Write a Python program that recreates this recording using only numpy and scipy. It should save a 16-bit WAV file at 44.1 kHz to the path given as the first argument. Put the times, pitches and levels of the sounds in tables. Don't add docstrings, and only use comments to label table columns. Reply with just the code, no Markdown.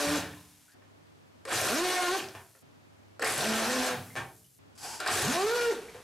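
import sys
import numpy as np
from scipy import signal
from scipy.fft import rfft, irfft, next_fast_len
from scipy.io import wavfile
from scipy.ndimage import uniform_filter1d, minimum_filter1d, map_coordinates

SR = 44100
rng = np.random.default_rng(int(sys.argv[2]) if len(sys.argv) > 2 else 0)


def file_out(sig):
    cols = np.atleast_2d(sig).T
    lim = np.clip(cols, -1, 1)
    pcm = np.round(lim * 32767).astype(np.int16)
    wavfile.write(sys.argv[1], SR, pcm)


N = 266099
TIME = np.arange(N) / SR

# (time [s], knock level [dB], boom level [dB])
BUMPS = [(0.063, -39, -42.5), (2.345, -40.5, -85), (2.351, -31, -84), (4.155, -27, -56), (4.163, -19, -60),
         (4.176, -36, -56), (5.946, -37, -87)]
# (frequency [Hz], level [dB])
CHURN_COLOUR = [(60, -25), (180, -53), (300, 7), (480, -4.5), (750, 5.5), (1100, -2), (1600, 1.5),
                (2400, -1.5), (3600, -6.5), (5500, -13.5), (8000, -21.5), (15000, -45)]
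# (frequency [Hz], level [dB])
FOAM_COLOUR = [(500, 1), (2000, 0.5), (4000, 0), (6500, 0), (9000, 0), (12000, -1), (14000, -8),
               (16000, -32)]
# (frequency [Hz], level [dB])
RASP_COLOUR = [(650, -6.5), (1100, -2), (1390, -10), (1530, 2.5), (1680, -10), (2610, -7), (3010, -4.5),
               (3890, -9), (4790, 2), (5720, -4), (7800, -1.5), (9110, -8), (10200, -5.5), (12100, -11),
               (15500, -31)]
# (frequency [Hz], level [dB])
JOLT_COLOUR = [(100, -38), (300, 5), (480, 9), (800, 8), (1300, 8), (2000, 8), (3200, -9), (5000, -38),
               (6500, -52), (8200, -10.5), (12000, -61), (16000, -37)]
# (frequency [Hz], width [Hz], level [dB])
TUB = [(92.6, 6.9, 3), (134.3, 19, 12), (177.3, 2.8, 21.5), (219, 6.9, 11), (298, 14, -14), (442.6, 12, 11),
       (536, 12, 7.5), (674, 26, 0), (828, 17, -6), (1120, 140, 3), (1553, 100, 3), (2080, 90, -8)]
# (motor on [s], blades bite [s], throttle shut [s], foam stops and room noise returns [s],
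# heave level [dB], churn level [dB], spray level [dB], fading as the boat leaves [dB/s],
# stern wave level [dB], shaft wobble level [dB]); the last foam stop lies beyond the end
DASHES = [(-0.6, -0.55, 0.16, 0.74, -42, -41, -42, -4.5, -43, 4.5),
          (1.468, 1.502, 2.18, 2.62, -37, -34.5, -34.5, 12.5, -47.5, -38),
          (3.205, 3.216, 3.888, 4.585, -42.5, -37, -39, 2.5, -38, -5),
          (4.992, 5.069, 5.71, 8.9, -37, -33, -34, 20.5, -64, -28)]
# (time [s], blade rate [Hz])
SPIN_1 = [(0.0, 291), (0.06, 287), (0.1, 296), (0.15, 297), (0.17, 288)]
SPIN_2 = [(1.7, 187), (1.74, 250), (1.765, 304), (1.802, 339), (1.838, 363), (1.942, 366), (2.08, 353),
          (2.112, 363), (2.132, 384), (2.158, 384)]
SPIN_3 = [(3.38, 126), (3.43, 170), (3.462, 221), (3.54, 220), (3.655, 223), (3.69, 249), (3.75, 256),
          (3.85, 254), (3.945, 249)]
SPIN_4 = [(5.225, 134), (5.265, 142), (5.283, 215), (5.3, 258), (5.362, 342), (5.42, 394), (5.49, 446),
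          (5.525, 473), (5.555, 486), (5.62, 478), (5.706, 460)]
SPINS = [SPIN_1, SPIN_2, SPIN_3, SPIN_4]


def from_db(db):
    return 10 ** (np.asarray(db) / 20)


def rms_one(x):
    return x / np.sqrt(np.mean(x ** 2) + 1e-20)


def at_hz(points, hz):
    known_hz, values = np.transpose(points)
    return np.interp(np.log(np.maximum(hz, 1)), np.log(known_hz), values)


def level(s, db, release):
    curve_db = np.interp(TIME, s, db)
    release_db = 60 * np.maximum(TIME - s[-1], 0) / release
    return from_db(curve_db - release_db) * (TIME >= s[0])


def swell(start, rise, hold, t60):
    attack = np.clip((TIME - start) / rise, 0, 1)
    return attack * from_db(-60 * np.maximum(TIME - start - rise - hold, 0) / t60)


def drift(rate):
    knots = rng.standard_normal(1 << 14)
    wander = map_coordinates(knots, [TIME[::16] * rate], mode="wrap")
    return rms_one(wander.repeat(16)[:N])


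def resonances(modes, hz):
    return sum(peak / (1 + (2 * (hz - centre) / width) ** 2) for centre, width, peak in modes)


def coloured(x, spectrum, modes=()):
    size = 2 * next_fast_len(len(x) // 2 + 4096)
    hz = np.arange(size // 2 + 1) * SR / size
    db = at_hz(spectrum, hz) + resonances(modes, hz)
    cepstrum = irfft(np.log(from_db(db)))
    cepstrum[1:size // 2] *= 2
    cepstrum[size // 2 + 1:] = 0
    return irfft(rfft(x, size) * np.exp(rfft(cepstrum)))[:len(x)]


def grains(per_s, spread_db):
    sizes = from_db(spread_db * np.minimum(rng.exponential(1, N), 4))
    signed = sizes * rng.choice([-1, 1], N)
    return rms_one(signed * (rng.random(N) < per_s / SR))


def burst(t60):
    t = TIME[:SR // 2]
    tail = rng.standard_normal(len(t)) * from_db(-60 * t / t60)
    return tail / np.linalg.norm(tail)


def knocks(events, spectrum, ring_t60, ring_db, gain_db):
    out = np.zeros(N + SR)
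    for s, db, *_ in events:
        blow = from_db(ring_db) * burst(ring_t60)
        blow[0] += 1
        blow = coloured(blow, spectrum, TUB)
        start = round(s * SR)
        out[start:start + len(blow)] += from_db(db + gain_db) * blow / np.linalg.norm(blow)
    return out[:N]


def bubbles(stir, low_hz, high_hz, per_s, cycles, spread_db):
    kicks = stir * grains(per_s, spread_db)
    pitches = np.geomspace(low_hz, high_hz, 28)
    dealt = rng.integers(0, len(pitches), N)
    out = 0
    for k, hz in enumerate(pitches):
        r = from_db(-60 * hz / (cycles * SR))
        w = 2 * np.pi * hz / SR
        gain = np.sin(w) * np.sqrt(2 - 2 * r * r)
        own_kicks = kicks * (dealt == k) + 1e-18
        out = out + signal.lfilter([0, gain], [1, -2 * r * np.cos(w), r * r], own_kicks)
    return out


def ambience():
    # (frequency [Hz], level [dB])
    room_colour = [(18, -45), (30, -14), (64, -27), (79, -1.5), (102, -22), (156, -4.5), (173, -13.5),
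                   (299, -8), (332, -13), (443, -14), (479, -17.5), (546, -15), (6210, -31.5),
                   (13600, -40.5), (15500, -48)]
    dipped = sum((TIME >= bite) & (TIME < back) for _, bite, _, back, *_ in DASHES)
    dip = uniform_filter1d(dipped.astype(float), size=441)
    gain = from_db(-59 - 14.5 * dip)
    hum = from_db(-5 + 2 * drift(3.14)) * np.sin(2 * np.pi * 100 * TIME)
    noise = rms_one(coloured(rng.standard_normal(N), room_colour))
    return gain * (0.66 * noise + hum)


def bathroom(x):
    # (frequency [Hz], time to fall 60 dB [s])
    ring_times = [(80, 1.12), (300, 0.62), (600, 0.41), (2000, 0.3), (6000, 0.22), (14000, 0.16)]
    t = TIME[:SR]
    noise, hz = rfft(rng.standard_normal(SR)), np.arange(SR // 2 + 1)
    edges, echo = 40 * 2 ** np.arange(0, 9.5, .5), 0
    for low, high in zip(edges, edges[1:]):
        decay = from_db(-60 * t / at_hz(ring_times, np.sqrt(low * high)))
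        band_noise = irfft(noise * ((hz >= low) & (hz < high)), SR)
        echo = echo + band_noise * decay / np.linalg.norm(decay)
    return signal.fftconvolve(x, echo)[:N]


def stick_ticks():
    # (time [s], level [dB])
    ticks = [(.823, -43), (1.345, -60), (2.55, -40.5)]
    return knocks(ticks, JOLT_COLOUR, ring_t60=0.11, ring_db=5, gain_db=7.5)


def drops():
    # (time [s], pitch [Hz], peak level [dB], time to fall 60 dB [s],
    # rise in pitch over that time [share])
    plinks = [(0.371, 946, -50, 0.069, .2), (0.374, 3560, -54, 0.047, .2), (0.681, 1444, -61.5, 0.26, 1.25),
              (0.72, 4440, -62, .05, .2), (2.189, 3010, -35, 0.068, 0.12), (2.202, 2350, -34, 0.025, 0.16),
              (2.24, 4680, -40, 0.026, 0.18), (2.287, 5200, -31, 0.0018, .2),
              (3.222, 1614, -23, 0.032, 3.6), (3.233, 850, -22, 0.014, 3.4), (3.25, 2090, -21, 0.065, 0.18),
              (3.271, 2080, -28.5, 0.071, 0.052), (4.104, 1970, -46, 0.07, 0.22),
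              (4.445, 3030, -62, 0.078, .1), (5.003, 1364, -33.5, 0.11, 0.44), (5.067, 935, -49, 0.061, .4),
              (5.087, 1176, -22, 0.046, 0.43), (5.885, 2050, -46, 0.074, 0.53),
              (5.949, 493, -42.5, 0.2, 0.074)]
    out, t = np.zeros(N + SR), TIME[:SR // 4]
    unsteady = 1 + 0.053 * drift(470)
    for s, hz, db, t60, rise in plinks:
        start = round(s * SR)
        glide = 1 + rise * np.minimum(t / t60, 1)
        pitch = hz * glide * np.roll(unsteady, -start)[:len(t)]
        ring = np.sin(2 * np.pi * np.cumsum(pitch) / SR)
        out[start:start + len(t)] += from_db(db - 60 * t / t60) * ring
    return out[:N]


def hull_bumps():
    # (frequency [Hz], level [dB])
    bump_colour = [(35, -53), (60, -11), (109, 5.5), (174, -30), (230, -7), (390, -1), (450, -9), (640, -1),
                   (938, 0), (1150, -5), (2100, -3), (4500, -19), (9000, -23), (14500, -39)]
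    return knocks(BUMPS, bump_colour, ring_t60=0.22, ring_db=5.0, gain_db=16)


def shell():
    # (frequency [Hz], level [dB], time to fall 60 dB [s])
    modes = [(71.6, -2, 1), (100.5, 4, 0.47), (174.8, 8, 0.84)]
    out = np.zeros(N)
    for s, _, db in BUMPS:
        where = np.flatnonzero(TIME >= s)[:SR]
        age = TIME[where] - s
        boom = sum(from_db(db + mode_db - 60 * age / t60) * np.sin(2 * np.pi * hz * age)
                   for hz, mode_db, t60 in modes)
        out[where] += boom * (1 - np.exp(-age / 0.0046))
    return out


def gear_ticks():
    # (time [s], level [dB])
    ticks = [(4.753, -48), (4.777, -37.5), (4.832, -30.5)]
    return knocks(ticks, RASP_COLOUR, ring_t60=0.26, ring_db=19, gain_db=16)


def servo(tone_db, rasp_db, jitter):
    # (time [s], gear tone [Hz])
    whirr = [(4.773, 796), (4.867, 801), (4.921, 912), (4.944, 853), (4.996, 876)]
    s, mesh_hz = np.transpose(whirr)
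    unsteady_hz = np.interp(TIME, s, mesh_hz) * (1 + jitter * drift(250))
    mesh = np.sin(2 * np.pi * np.cumsum(unsteady_hz) / SR)
    contacts = grains(per_s=12000, spread_db=0.5) * (1 + .5 * mesh)
    teeth = rms_one(coloured(contacts, RASP_COLOUR))
    hull = rms_one(coloured(rng.standard_normal(N), CHURN_COLOUR, TUB))
    turning = swell(s[0], rise=0.079, hold=.1, t60=0.32)
    tone = from_db(tone_db) * turning ** 2 * (mesh + 0.46 * hull)
    return tone + from_db(rasp_db) * turning * teeth


def drive_jolts():
    # (time [s], level [dB])
    jolts = [(1.452, -27), (3.195, -26), (3.222, -24), (3.229, -9.5), (3.236, -14), (5.002, -33),
             (5.062, -14)]
    return knocks(jolts, JOLT_COLOUR, ring_t60=0.049, ring_db=18.0, gain_db=12.0)


def shaft_cracks():
    # (time [s], level [dB])
    cracks = [(1.452, -33), (1.485, -38), (1.493, -33), (3.195, -34), (3.221, -26), (3.226, -22.5),
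              (3.236, -28), (3.245, -13), (3.252, -29), (3.263, -31), (3.276, -37), (5.002, -23.5),
              (5.052, -45), (5.056, -32), (5.063, -23.5), (5.075, -16), (5.097, -23)]
    # (frequency [Hz], level [dB])
    crack_colour = [(1500, -30), (3500, 0), (4900, 9.5), (6200, -3), (8100, 5), (9500, -4), (11500, -3.5),
                    (15500, -21)]
    return knocks(cracks, crack_colour, ring_t60=0.023, ring_db=21, gain_db=9.5)


def stalled_motor():
    # (time [s], length [s], coil whistle [dB], groan [dB])
    stalls = [(1.46, 0.021, -64, -40.5), (3.202, 0.013, -50, -35)]
    coil_hz, groan_hz = 7970, 487
    whistle = np.sin(2 * np.pi * coil_hz * TIME)
    groan = np.sin(2 * np.pi * np.cumsum(groan_hz * (1 + 0.087 * drift(200))) / SR)
    out = 0
    for s, length, whistle_db, groan_db in stalls:
        out = out + from_db(whistle_db) * swell(s, 0.0041, length, .02) * whistle
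        out = out + from_db(groan_db) * swell(s, length, 0, 0.069) * groan
    return out


def foam():
    # (level [dB], brightness [dB per octave])
    foams = [(-55, 0.6), (-57.5, 2.8), (-54, 4.5), (-49.5, -3)]
    fade_db_per_s = 16
    bursts, out = grains(per_s=15000, spread_db=4.5), 0
    for (_, _, shut, stop, *_), (db, tilt) in zip(DASHES, foams):
        colour = [(hz, hz_db + tilt * np.log2(hz)) for hz, hz_db in FOAM_COLOUR]
        fading = level([shut, stop], [db, db - fade_db_per_s * (stop - shut)], release=0.036)
        out = out + fading * rms_one(coloured(bursts, colour))
    return out


def blade_rate(spin):
    s, hz = np.transpose(spin)
    coast_s = 0.188
    return np.interp(TIME, s, hz) * np.exp(-np.maximum(TIME - s[-1], 0) / coast_s)


def stirring(on, bite, shut, nudge_db, rise_s, fade_db_per_s, settle_db_per_s):
    nudging = np.clip((TIME - on) / 0.012, 0, 1)
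    biting = np.clip((TIME - bite) / rise_s, 0, 1)
    gripping = np.clip((TIME - bite) / 0.083, 0, 1)
    first_grip_db = -0.5
    start_db = nudge_db * (1 - biting) + first_grip_db * biting * (1 - gripping)
    leaving_db = fade_db_per_s * np.clip(TIME - bite, 0, shut - bite)
    settling_db = settle_db_per_s * np.maximum(TIME - shut, 0)
    return nudging * from_db(start_db - leaving_db - settling_db)


def water_motion():
    # (time [s], half length [s], level [dB])
    lulls = [(1.624, 0.012, -5), (3.355, 0.039, -5)]
    heave_below_hz = 247
    spray_rise_s = 0.054
    surge = churn = spray = 0
    for dash, spin in zip(DASHES, SPINS):
        on, bite, shut, _, heave_db, churn_db, spray_db, fade, stern_db, _ = dash
        driven = np.clip(np.minimum(TIME - bite, shut - TIME) / spray_rise_s, 0, 1)
        slow = driven / (1 + (blade_rate(spin) / heave_below_hz) ** 8)
        stir = stirring(on, bite, shut, nudge_db=-11, rise_s=0.012,
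                        fade_db_per_s=fade, settle_db_per_s=122)
        fling = stirring(on, bite, shut, nudge_db=-25, rise_s=spray_rise_s,
                         fade_db_per_s=fade, settle_db_per_s=204)
        stern = swell(shut, rise=0.054, hold=0, t60=1)
        surge += from_db(heave_db) * slow * stir + from_db(stern_db) * stern
        churn += from_db(churn_db) * stir
        spray += from_db(spray_db) * fling
    lull = from_db(sum(db * np.exp(-((TIME - s) / half) ** 2) for s, half, db in lulls))
    return surge, lull * churn, lull * spray


def spatter(coarse_per_s, fine_per_s, fine_db):
    # (frequency [Hz], width [Hz], level [dB])
    hull_modes = [(1100, 180, -3), (2050, 560, 16.5), (8430, 1500, 38.5)]
    coarse = rms_one(coloured(grains(coarse_per_s, spread_db=5), JOLT_COLOUR, hull_modes))
    fine = rms_one(coloured(grains(fine_per_s, spread_db=7.0), FOAM_COLOUR))
    return coarse + from_db(fine_db) * fine


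def shifting(x, patchy_db, rate):
    size = next_fast_len(N)
    spectrum, hz = rfft(x, size), np.arange(size // 2 + 1) * SR / size
    band = np.clip(hz // 1200 - 1, 0, 9)
    return rms_one(sum(irfft(spectrum * (band == k), size)[:N] * from_db(patchy_db * drift(rate))
                       for k in np.unique(band)))


def first_splash(spatter_db, mist_db, fizz_db):
    # (time [s], rise [s], hold [s], spatter level [dB], mist level [dB])
    splashes = [(1.452, 0.051, 0.031, -47, -39), (3.224, 0.0017, 0.056, -38, -37),
                (5.07, 0.0067, 0.057, -34, -37.5)]
    starting = mist = 0
    for start, rise, hold, drops_db, haze_db in splashes:
        starting = starting + from_db(drops_db) * swell(start, rise, hold, t60=0.67)
        gathering = swell(start, rise + hold, 0, t60=0.89) * swell(start, rise + hold, 1, 1)
        mist = mist + from_db(haze_db) * gathering
    thrown = starting * spatter(coarse_per_s=330, fine_per_s=430, fine_db=-34.0)
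    hiss = mist * rms_one(coloured(grains(per_s=8000, spread_db=-1), FOAM_COLOUR))
    fizz = bubbles(mist, low_hz=7010, high_hz=11380, per_s=900, cycles=68, spread_db=5.5)
    return from_db(spatter_db) * thrown + from_db(mist_db) * hiss + from_db(fizz_db) * fizz


def water(surge_db, churn_db, spray_db, bubble_db, chop):
    # (frequency [Hz], level [dB])
    surge_colour = [(25, -27), (50, -52), (75, -3.5), (100, 7), (140, -5), (180, -6.5), (250, -0.5),
                    (450, -26.5)]
    # (frequency [Hz], level [dB])
    spray_colour = [(1500, -18), (4000, -3), (6000, -4), (8000, -6), (10500, -10), (12500, -12),
                    (14500, -20.5), (16000, -39)]
    surge, churn, spray = water_motion()
    strokes = np.cos(2 * np.pi * np.cumsum(np.interp(TIME, *np.vstack(SPINS).T)) / SR)
    thrash = rms_one(1 + chop * strokes)
    heaving = rms_one(coloured(rng.standard_normal(N), surge_colour, TUB))
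    pockets = rms_one(coloured(thrash * grains(per_s=6000, spread_db=2), CHURN_COLOUR, TUB))
    hiss = coloured(thrash * grains(per_s=12000, spread_db=1.5), spray_colour)
    out = from_db(surge_db) * surge * heaving
    out += from_db(churn_db) * churn * pockets
    out += from_db(bubble_db) * bubbles(churn, low_hz=404, high_hz=4310, per_s=500,
                                        cycles=29.0, spread_db=4.5)
    return out + from_db(spray_db) * spray * shifting(hiss, patchy_db=1.5, rate=38)


def propeller(dash, spin, blade_tone, octave_tone, overtones):
    # (frequency [Hz], width [Hz], level [dB])
    whine_peaks = [(438, 54, 9), (672, 53, 7.5), (870, 27, 8.5), (1070, 85, 4), (1201, 52, 12),
                   (1427, 23, 12.5)]
    tone_db, upper_db, fall_db_per_octave, speed_db_per_octave = -0.5, -1.5, 3.5, 3
    flutter_db, jitter, rise_s = 3.0, 0.00495, 0.0032
    blur_hz = 3700
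    wobble_db, start, end = dash[-1], spin[0][0], spin[-1][0]
    live = (TIME >= start) & (TIME < end + .2)
    t = TIME[live]
    steady = blade_rate(spin)[live]
    speed = steady * (1 + jitter * drift(120)[live] * (steady.max() / steady) ** 2)
    shudder = 0.2 * np.clip((t - end) / 0.03, 0, 1) * drift(200)[live]
    phase = 2 * np.pi * np.cumsum(speed * (1 + shudder)) / SR
    running = swell(start, rise_s, end - start - rise_s, t60=0.17)[live]
    slap_db = upper_db + speed_db_per_octave * np.log2(speed / speed.max())
    unloading_db = 600 * np.maximum(t - end, 0)
    tones, multiples = {1: blade_tone, 2: octave_tone}, 3 + np.arange(len(overtones))
    out = np.zeros(N)
    for order in np.arange(2, 25) / 2:
        flutter = flutter_db * drift(32)[live]
        if order in tones:
            db = np.interp(t, *np.transpose(tones[order])) + tone_db + flutter / 2
        else:
            fall_db = fall_db_per_octave * np.log2(max(order / multiples[-1], 1))
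            ringing_db = resonances(whine_peaks, order * speed)
            db = np.interp(order, multiples, overtones) - fall_db + slap_db + flutter + ringing_db
            if order % 1:
                db = db + wobble_db
        smear = (order * speed / blur_hz) ** 2 * drift(400)[live] * (order > 2)
        wave = np.sin(order * phase + smear + rng.uniform(0, 2 * np.pi))
        out[live] += np.sqrt(2) * running * from_db(db - unloading_db * (order > 1)) * wave
    return out


def whine():
    # (time [s], level [dB])
    blade_tones = [
        [(0.0, -38.5), (0.06, -34.5), (0.09, -35), (0.144, -26.5), (0.17, -31.5)],
        [(1.7, -42), (1.74, -31.5), (1.78, -34.5), (1.826, -25.5), (1.87, -37), (1.97, -47), (2.04, -38),
         (2.11, -30), (2.158, -30)],
        [(3.38, -44), (3.44, -44), (3.476, -31), (3.54, -28.5), (3.65, -33), (3.72, -44), (3.8, -35.5),
         (3.87, -49), (3.945, -50.5)],
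        [(5.24, -36.5), (5.29, -30.5), (5.345, -40), (5.39, -31), (5.46, -25.5), (5.53, -27), (5.58, -33.5),
         (5.64, -32), (5.69, -22), (5.72, -28)],
    ]
    # (time [s], level [dB])
    octave_tones = [
        [(0.0, -36), (0.09, -34), (0.135, -50), (0.17, -35)],
        [(1.72, -36.5), (1.785, -39), (1.82, -38), (1.87, -33), (1.935, -48), (1.995, -29), (2.065, -41),
         (2.15, -35.5)],
        [(3.44, -50), (3.485, -38), (3.56, -46.5), (3.655, -46), (3.71, -36.5), (3.78, -33), (3.83, -44),
         (3.9, -34), (3.945, -37.5)],
        [(5.33, -46), (5.365, -31), (5.405, -31.5), (5.465, -39), (5.52, -39), (5.59, -38), (5.66, -43.5),
         (5.706, -34)],
    ]
    # (multiple 3 [dB], 4 [dB], 5 [dB], 6 [dB], 7 [dB])
    overtones = [(-55, -51, -72, -67, -62), (-42, -45.5, -47, -42, -46.5), (-49, -46, -59, -48, -53.5),
                 (-40, -49, -44.5, -47, -49.5)]
    return sum(propeller(*parts) for parts in zip(DASHES, SPINS, blade_tones, octave_tones, overtones))


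def tub_sound():
    blades = whine()
    wash = water(surge_db=-5.5, churn_db=4.0, spray_db=3.5, bubble_db=-2.5, chop=0.079)
    wash += first_splash(spatter_db=-7, mist_db=-5.0, fizz_db=0)
    gears = servo(tone_db=-43.5, rasp_db=-43.5, jitter=0.064) + gear_ticks()
    hits = drive_jolts() + stalled_motor() + shaft_cracks()
    hits += stick_ticks() + hull_bumps() + drops()
    to_room = from_db(-7.0) * blades + from_db(-7.5) * (wash + gears) + from_db(-1.0) * hits
    return blades + wash + gears + hits + shell() + bathroom(to_room) + foam()


def scene():
    # (frequency [Hz], level [dB])
    width = [(30, -9), (60, -14), (125, -21.5), (350, -22), (950, -15.5), (2400, -12.5), (6000, -9.3),
             (13000, -4.3)]
    # (frequency [Hz], level [dB])
    room_width = [(60, -12), (150, 3.5), (380, 5), (2400, 2.5), (6000, -2)]
    # (frequency [Hz], level [dB])
    balance = [(250, -0.8), (1000, -0.3), (4000, 0.4), (8000, 1.5)]
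    mid = tub_sound() + ambience()
    side = coloured(tub_sound(), width) + coloured(ambience(), room_width)
    return np.array([coloured(mid + sign * side, [(hz, sign * db / 2) for hz, db in balance])
                     for sign in (1, -1)])


def limiter(x, ceiling_db, release_db_per_s):
    over = np.maximum(20 * np.log10(np.abs(x).max(axis=0) + 1e-9) - ceiling_db, 0)
    recovery = release_db_per_s * TIME
    held = np.maximum.accumulate(over + recovery) - recovery
    return x * uniform_filter1d(minimum_filter1d(from_db(-held), size=33), size=33)


def record(dry):
    thin = signal.sosfilt(signal.butter(2, 45, "high", fs=SR, output="sos"), dry)
    held = limiter(thin, ceiling_db=-20.4, release_db_per_s=900)
    return signal.sosfilt(signal.ellip(10, .1, 90, 15700, fs=SR, output="sos"), held)


dry = scene()
out = record(dry)
file_out(out)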